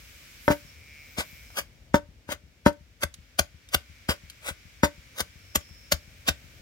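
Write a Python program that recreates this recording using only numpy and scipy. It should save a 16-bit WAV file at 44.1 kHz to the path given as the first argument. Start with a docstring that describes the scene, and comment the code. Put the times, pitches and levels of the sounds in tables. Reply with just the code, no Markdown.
"""Pounding shallots in a mortar

Close to the microphone, a long wooden pestle pounds sliced shallots and chilli paste in a deep mortar.
Each stroke crushes crisp flesh and thumps the mortar on its support; some reach the bottom and make
it ring. Wet bits fly and land. Behind are a low rumble, soft hisses and the buzz of a far insect."""
import sys
import numpy as np
from scipy import signal
from scipy.fft import rfft, irfft, next_fast_len
from scipy.io import wavfile

SR = 44100
rng = np.random.default_rng(int(sys.argv[2]) if len(sys.argv) > 2 else 0)


def wav_record(signal):
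    """Record a signal, one row per channel, as 16-bit PCM in the file named by sys.argv[1]."""
    frames = np.transpose(np.atleast_2d(signal))
    bounded = np.clip(frames, -1, 1)
    # unit amplitude maps onto the largest positive 16-bit level
    quanta = np.round(bounded * 32767).astype(np.int16)
    wavfile.write(sys.argv[1], SR, quanta)


N = 291501
T = np.arange(N) / SR

# Table levels are relative: each source adds its own gain.
# spectrum of the background rumble: f/Hz, level/dB
RUMBLE_SPECTRUM = [(20, -38), (32, -20), (48, 1), (75, 0), (120, -8), (170, -15), (240, -15), (400, -24),
                   (550, -21), (900, -32), (2000, -48), (8000, -80)]
# slow rise and fall of the rumble: t/s, level/dB
RUMBLE_LEVELS = [(0.0, -57), (1.91, -55), (2.8, -61), (5.96, -57), (6.61, -53)]
# spectrum of the background hiss: f/Hz, level/dB
HISS_SPECTRUM = [(100, -35), (900, -11), (1500, 1), (2300, 3), (3200, -1), (4200, -4), (5400, -3.5),
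                 (7500, -8), (9500, -12.5), (12000, -9), (16000, -8)]
# rise and fall of the hiss: t/s, middle/dB, treble/dB
HISS_LEVELS = [(0.0, -62, -62), (0.53, -61, -62), (0.81, -65, -68), (1.29, -63, -62), (1.54, -65, -64),
               (1.69, -70, -76), (2.08, -73, -81), (3.09, -72, -80), (3.2, -69, -78), (3.74, -68, -78),
               (3.88, -65, -73), (5.21, -64, -71), (5.69, -66, -69), (6.61, -64, -69)]
# likeness of the background at left and right: f/Hz, correlation
COHERENCE = [(60, .96), (290, .85), (640, .55), (1400, 0), (16000, 0)]
# high hisses: t/s, length/s, f/Hz, width/Hz, level/dB
HIGH_HISSES = [(.41, .22, 13000, 6000, -52), (.71, .14, 5400, 250, -59), (1.28, .45, 12350, 160, -61),
               (1.2, .6, 15200, 400, -63), (1.55, .3, 5300, 200, -63), (5.72, .8, 5350, 300, -58)]
# swells of the far insect: t/s, level/dB
INSECT_LEVELS = [(0, -61), (.65, -62), (1.0, -50), (1.15, -57), (1.38, -54), (1.9, -78), (3.4, -76),
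                 (3.95, -63), (6.6, -65)]
# resonances of its body: f/Hz, width/Hz, level/dB
INSECT_BODY = [(2270, 200, 0), (5300, 300, -15)]
# resonances of the bowl's hollow: f/Hz, width/Hz, level against the direct sound/dB
BOWL_RESONANCES = [(570, 70, 8), (1160, 90, -3), (1520, 70, 5.5), (2030, 70, 0), (3180, 160, -2),
                   (3600, 90, -2), (4800, 100, 4), (5500, 100, -3), (6650, 250, -3), (8900, 90, 0),
                   (11400, 120, 4), (14200, 110, 2), (15080, 90, 3)]
# wet bits landing: t/s, level/dB, low edge/Hz
LANDINGS = [(1.503, -30, 600), (2.728, -40, 3500), (3.1405, -23, 2800), (3.688, -31, 2800),
            (4.160, -37, 2800), (4.299, -24, 2800), (5.609, -29, 1500), (5.69, -35, 800)]
# modes of mortar and pestle: f/Hz, level/dB, t60/s, left over right/dB, right lag/rad
MORTAR_MODES = [(156, -17, .11, 4, 0), (296, -9.5, .14, 1, -.4), (390, -11, .06, 3, .3),
                (556, -8, .06, 5, .8), (586, -2, .138, 5, .9), (760, -7, .03, 3, .3),
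                (890, -9, .05, 2, -.5), (926, -4.5, .1, 2.5, -.8), (1120, -16, .045, 1, .5),
                (1222, -15, .07, -1, .8), (1276, -14, .06, -1, 1), (1326, -11, .06, -1, 1.2),
                (1446, -13, .065, 1, 1.5), (1526, -3.5, .08, 2, 1.7), (1769, -7, .055, 4, 1.6),
                (2040, -9, .05, 6, 1.8)]
# strokes that reach the bowl: t/s, ring/dB, push/dB, hardness/Hz, thump/dB, crunch/dB, squeeze/s
BOWL_STROKES = [(0.4798, -12.5, -32, 2300, -46, -35, .001), (0.5030, -18, -13, 1200, -23, -36, .006),
                (0.5098, -19, -20, 1300, -40, -33.5, .015), (1.1835, -38, -23, 1100, -30, -31, .026),
                (1.9428, -10.5, -8, 1900, -24, -31.5, .015), (2.2905, -33, -36, 1300, -38, -46, .004),
                (2.6630, -8.5, -4, 1600, -21, -27.5, .009), (4.0900, -29, -18, 1800, -21, -27.5, .022),
                (4.8338, -13, -10, 1900, -20, -26.5, .014)]
# strokes that end in the flesh: peak t/s, crunch/dB, body and spray against the crunch/dB,
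# build-up over the last 20 dB/s, crispness 0-1, thump/dB
FLESH_STROKES = [(1.588, -25.5, -3.5, -3, .030, 0, -41), (2.324, -28.5, -1, -8, .028, .45, -44),
                 (3.035, -29, 0, -1, .020, .9, -25), (3.394, -23, -.5, 1, .009, .9, -23),
                 (3.7475, -25, -3, -1.5, .021, 1, -25), (4.491, -30, -2, -6, .050, .1, -32),
                 (5.2065, -27, -4, -2, .036, .9, -34), (5.558, -21.5, -5.5, 0, .009, .9, -26),
                 (5.923, -19, -7, -3, .009, .7, -22), (6.288, -17.5, -6, -7, .018, .7, -23)]
# colour of the bursting cells: f/Hz, gain/dB
CRUNCH_SPECTRUM = [(200, -3), (400, 0), (600, 3), (900, 1), (1400, 3), (2000, -.5), (2600, -2.5),
                   (3300, -2), (4400, -6), (5800, -5), (7000, -6), (9500, -8), (13000, -5.5), (16000, -9.5)]


def from_db(db):
    """Decibels to gain."""
    return 10 ** (np.asarray(db) / 20)


def rms_one(x):
    """Scale to unit power."""
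    return x / np.sqrt(np.mean(x ** 2) + 1e-20)


def in_time(rows):
    """Each column of a curve, sample by sample."""
    times, *columns = np.transpose(rows)
    return [np.interp(T, times, column) for column in columns]


def at_hz(points, hz):
    """Read a spectrum on a log-frequency axis."""
    known_hz, values = np.transpose(points)
    return np.interp(np.log(hz), np.log(known_hz), values)


def shaped(x, spectrum):
    """Give a short sound a smooth spectrum."""
    hz = np.arange(len(x) // 2 + 1) * SR / len(x) + 1
    return irfft(rfft(x) * from_db(at_hz(spectrum, hz)), len(x))


def butter(x, hz, kind, order=2):
    """Causal Butterworth filter."""
    sections = signal.butter(order, np.clip(hz, 10, .47 * SR), kind, fs=SR, output="sos")
    return signal.sosfilt(sections, x + 1e-18)


def resonate(x, hz, width_hz):
    """Resonance with gain one at its peak."""
    r = np.exp(-np.pi * width_hz / SR)
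    feedback = [1, -2 * r * np.cos(2 * np.pi * hz / SR), r * r]
    return signal.lfilter(np.array([1, 0, -1]) * (1 - r * r) / 2, feedback, x + 1e-18)


def drift(rate_hz):
    """Slow random wander of unit power."""
    knots = rng.standard_normal(int(N / SR * rate_hz) + 2)
    return rms_one(np.interp(T * rate_hz, np.arange(len(knots)), knots))


def grains(size, per_s, spread_db):
    """Random snaps of uneven size."""
    sizes = from_db(spread_db * np.minimum(rng.exponential(1, size), 4))
    return rms_one((rng.random(size) < per_s / SR) * sizes * rng.choice([-1, 1], size))


def add(out, s, sound):
    """Mix a sound in at s seconds."""
    i = max(round(s * SR), 0)
    out[..., i:i + sound.shape[-1]] += sound[..., :N - i]


def pan(db):
    """Gains that put the left channel db above the right."""
    return from_db(np.array([[db], [-db]]) / 2)


def stereo_sine(hz, t, lag_rad, phase=0):
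    """A vibration whose phase lags on the right."""
    return np.sin(2 * np.pi * hz * t + phase - np.array([[0], [lag_rad]]))


def stereo_noise(spectrum):
    """Coloured noise, alike on both sides of the microphone in the bass, unrelated in the treble."""
    size = next_fast_len(N)
    hz = np.arange(size // 2 + 1) * SR / size + 1
    alike = at_hz(COHERENCE, hz)
    mid, side = rfft(rng.standard_normal((2, size))) * from_db(at_hz(spectrum, hz))
    left_right = np.sqrt(1 + alike) * mid + np.sqrt(1 - alike) * side * [[1], [-1]]
    return rms_one(irfft(left_right, size)[:, :N])


def rumble(gain_db=1.5, pan_db=4.2):
    """A low rumble in the background, a little to the left."""
    return from_db(in_time(RUMBLE_LEVELS)[0] + gain_db) * stereo_noise(RUMBLE_SPECTRUM) * pan(pan_db)


def hiss(split_hz=6500, middle_db=6.5, treble_db=5.2):
    """A soft hiss all around, whose top opens and closes."""
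    middle_level, treble_level = in_time(HISS_LEVELS)
    noise = stereo_noise(HISS_SPECTRUM)
    middle = from_db(middle_level + middle_db) * rms_one(butter(noise, split_hz, "low"))
    treble = from_db(treble_level + treble_db) * rms_one(butter(noise, split_hz, "high"))
    return middle - treble  # the bands are in opposite phase at the split


def high_hisses():
    """High hisses, most of them narrow and whistling, swell and fade."""
    out = np.zeros((2, N))
    for s, length, hz, width, db in HIGH_HISSES:
        noise = rng.standard_normal((2, SR))
        whistle = rms_one(resonate(resonate(noise, hz, width), hz, width))
        swell = np.cos(np.pi * np.clip((T[:SR] - .5) / length, -.5, .5))
        add(out, s - .5, from_db(db) * whistle * swell)
    return out


def insect(click_hz=146.4, waver=.003, rasp=.25):
    """Far off, an insect clicks steadily into its body resonances."""
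    cycles = np.cumsum(click_hz * (1 + waver * drift(8))) / SR
    clicks = rms_one(np.diff(np.floor(cycles), prepend=0))
    drive = clicks + rasp * rng.standard_normal(N)
    buzz = sum(from_db(db) * resonate(resonate(drive, hz, width), hz, 4 * width)
               for hz, width, db in INSECT_BODY)
    return from_db(in_time(INSECT_LEVELS)[0]) * rms_one(buzz)


def reflections(x, wet_db=-21.5, t60=.17, dull_hz=8000):
    """Surfaces near the mortar return a faint, short, dull tail."""
    t = T[:SR // 3]
    tail = butter(rng.standard_normal((2, len(t))), dull_hz, "low", order=1)
    tail *= from_db(-60 * t / t60) * np.clip(t / .008, 0, 1)
    tail /= np.linalg.norm(tail, axis=1, keepdims=True)
    return from_db(wet_db) * signal.oaconvolve(x, tail, axes=1)[:, :N]


def hollow(x, scatter=.9, scatter_t60=.010, right_lag_s=.00021):
    """The bowl's resonances, heard later on the right, and wall echoes that change with each sound."""
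    t = T[:SR // 20]
    click = signal.unit_impulse(len(t))
    left = click + sum(from_db(db) * resonate(click, hz, width) for hz, width, db in BOWL_RESONANCES)
    right = np.pad(left, (round(right_lag_s * SR), 0))[:len(t)]
    walls = butter(rng.standard_normal((2, len(t))) * from_db(-60 * t / scatter_t60), 1300, "high")
    walls *= scatter / np.linalg.norm(walls, axis=1, keepdims=True)
    return signal.fftconvolve(x[None], np.array([left, right]) + walls, axes=1)


def wet_bits(t60=.035, gain_db=-8.0):
    """Flung bits slap on the bowl's wall; bigger ones sound lower."""
    out, t = np.zeros((2, N)), T[:SR // 10]
    for s, db, low_hz in LANDINGS:
        slap = from_db(db + gain_db - 60 * t / t60) * grains(len(t), per_s=12000, spread_db=2.0)
        slap = butter(butter(slap, low_hz, "high"), 1.5 * low_hz, "low", order=1)
        add(out, s, hollow(slap))
    return out


def jolts(limp_delay_s=.018, crisp_delay_s=.004, settle_s=.145, settle_db=-41):
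    """Every stroke jolts the mortar, which settles back as the pestle lifts: t/s, level/dB."""
    blows = [(s, db) for s, _, _, _, db, _, _ in BOWL_STROKES]
    for s, *_, crisp, db in FLESH_STROKES:
        # the pestle's weight arrives after the burst, later through limp flesh
        blows.append((s + np.interp(crisp, [0, 1], [limp_delay_s, crisp_delay_s]), db))
    return blows + [(s + settle_s, min(settle_db, db - 6)) for s, db in blows]


def thumps(rock_hz=79, rock_t60=.095, flex_hz=145, flex_t60=.04, flex_db=-1.5, gain_db=.3, pan_db=4.8):
    """The heavy mortar rocks for a few cycles on its support."""
    out, t = np.zeros((2, N)), T[:SR // 3]
    rock = stereo_sine(rock_hz, t, lag_rad=.4) * from_db(-60 * t / rock_t60)
    flex = np.sin(2 * np.pi * flex_hz * t) * from_db(flex_db - 60 * t / flex_t60)
    thump = butter(rock + flex, 300, "low")
    for s, db in jolts():
        add(out, s, from_db(db + gain_db) * thump)
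    return out * pan(pan_db)


def contacts(lead_s=.003, limp_db=-8.0, ring_db=-10.0, push_db=-3.0, cushioned_hz=600):
    """Every stroke knocks on the bowl, bare or through flesh: t/s, ring/dB, push/dB, hardness/Hz."""
    hits = [stroke[:4] for stroke in BOWL_STROKES]
    for s, crunch_db, *_, crisp, _ in FLESH_STROKES:
        db = crunch_db + limp_db * (1 - crisp)  # limp flesh cushions more
        hits.append((s - lead_s, db + ring_db, db + push_db, cushioned_hz))
    return hits


def knocks(push_hz=205, push_t60=.02, push_db=8.0, push_rise_s=.0018, push_pan_db=3.8, vary_db=1.0):
    """A hard contact pushes a short pulse of air out of the bowl and sets the modes ringing."""
    out, t = np.zeros((2, N)), T[:SR // 4]
    modes = np.array([-pan(side_db) * stereo_sine(hz, t, lag) * from_db(db - 60 * t / t60)
                      for hz, db, t60, side_db, lag in MORTAR_MODES])
    push = -stereo_sine(push_hz, t, lag_rad=.4, phase=2) * from_db(push_db - 60 * t / push_t60)
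    push *= 1 - np.exp(-(t / push_rise_s) ** 2)
    for s, ring_db, blow_db, hard_hz in contacts():
        strengths = from_db(ring_db + vary_db * rng.standard_normal((len(modes), 2, 1)))
        ring = butter((strengths * modes).sum(axis=0), hard_hz, "low")  # flesh softens the contact
        add(out, s, ring + from_db(blow_db) * push * pan(push_pan_db))
    return out


def burst(swell_db, body_db, spray_db):
    """One stream of bursting cells gives the squashy body, the crisp crackle and the spray of juice."""
    cells = from_db(swell_db) * grains(len(swell_db), per_s=7000, spread_db=3.6)
    body = from_db(body_db) * butter(cells, [220, 1900], "band")
    crackle = butter(cells, [1900, 7000], "band")
    spray = from_db(spray_db) * butter(cells, 7000, "high")
    return hollow(shaped(body - crackle + spray, CRUNCH_SPECTRUM))


def crunch(gain_db=3.5, low_pan_db=4.0, high_pan_db=-.3, sink_curve=1.15):
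    """Cells burst ever harder as the pestle sinks in, up to a snap; under a knock they burst evenly."""
    snap_db, crack_db, snap_s = 7.0, 3.0, .0042
    limp_fall_s, crisp_fall_s, squeeze_rise_s, squeeze_fall_s = .028, .017, .018, .026  # per 20 dB
    out, t = np.zeros((2, N)), T[:SR // 5] - .1
    before, after = np.maximum(-t, 0), np.maximum(t, 0)
    for s, db, body_db, spray_db, build_s, crisp, _ in FLESH_STROKES:
        # crisp slices give way all at once and fall silent sooner than limp ones
        snap = crisp * snap_db * np.exp(-(t / snap_s) ** 4)
        fall_s = np.interp(crisp, [0, 1], [limp_fall_s, crisp_fall_s])
        crack = crack_db * np.exp(-((t + .6 * build_s) / snap_s) ** 2)  # the top slice cracks first
        swell_db = db - 20 * ((before / build_s) ** sink_curve + after / fall_s)
        add(out, s + t[0], burst(swell_db + crack + snap, body_db, spray_db))
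    for s, _, _, hard_hz, _, db, squeeze_s in BOWL_STROKES:
        rise_s = squeeze_rise_s * (1000 / hard_hz) ** 2  # harder contacts build up faster
        swell_db = db - 20 * (before / rise_s + np.maximum(t - squeeze_s, 0) / squeeze_fall_s)
        add(out, s + t[0], burst(swell_db, body_db=1.0, spray_db=-5.0))
    low = butter(out, 3500, "low", order=1)
    return from_db(gain_db) * (low * pan(low_pan_db) + (out - low) * pan(high_pan_db))


def scene():
    """The mortar close up and a little to the left, quiet surroundings behind."""
    mortar = crunch() + wet_bits() + knocks() + thumps()
    return mortar + reflections(mortar) + hiss() + rumble() + insect() + high_hisses()


def record(dry, low_cut_hz=44, ceiling=1.2, high_cut_hz=15900):
    """The microphone chain cuts the deepest bass, rounds the highest peaks and cuts the top."""
    rounded = ceiling * np.tanh(butter(dry, low_cut_hz, "high", order=4) / ceiling)
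    return signal.sosfilt(signal.ellip(10, .2, 80, high_cut_hz, fs=SR, output="sos"), rounded)


dry = scene()
out = record(dry)
wav_record(out)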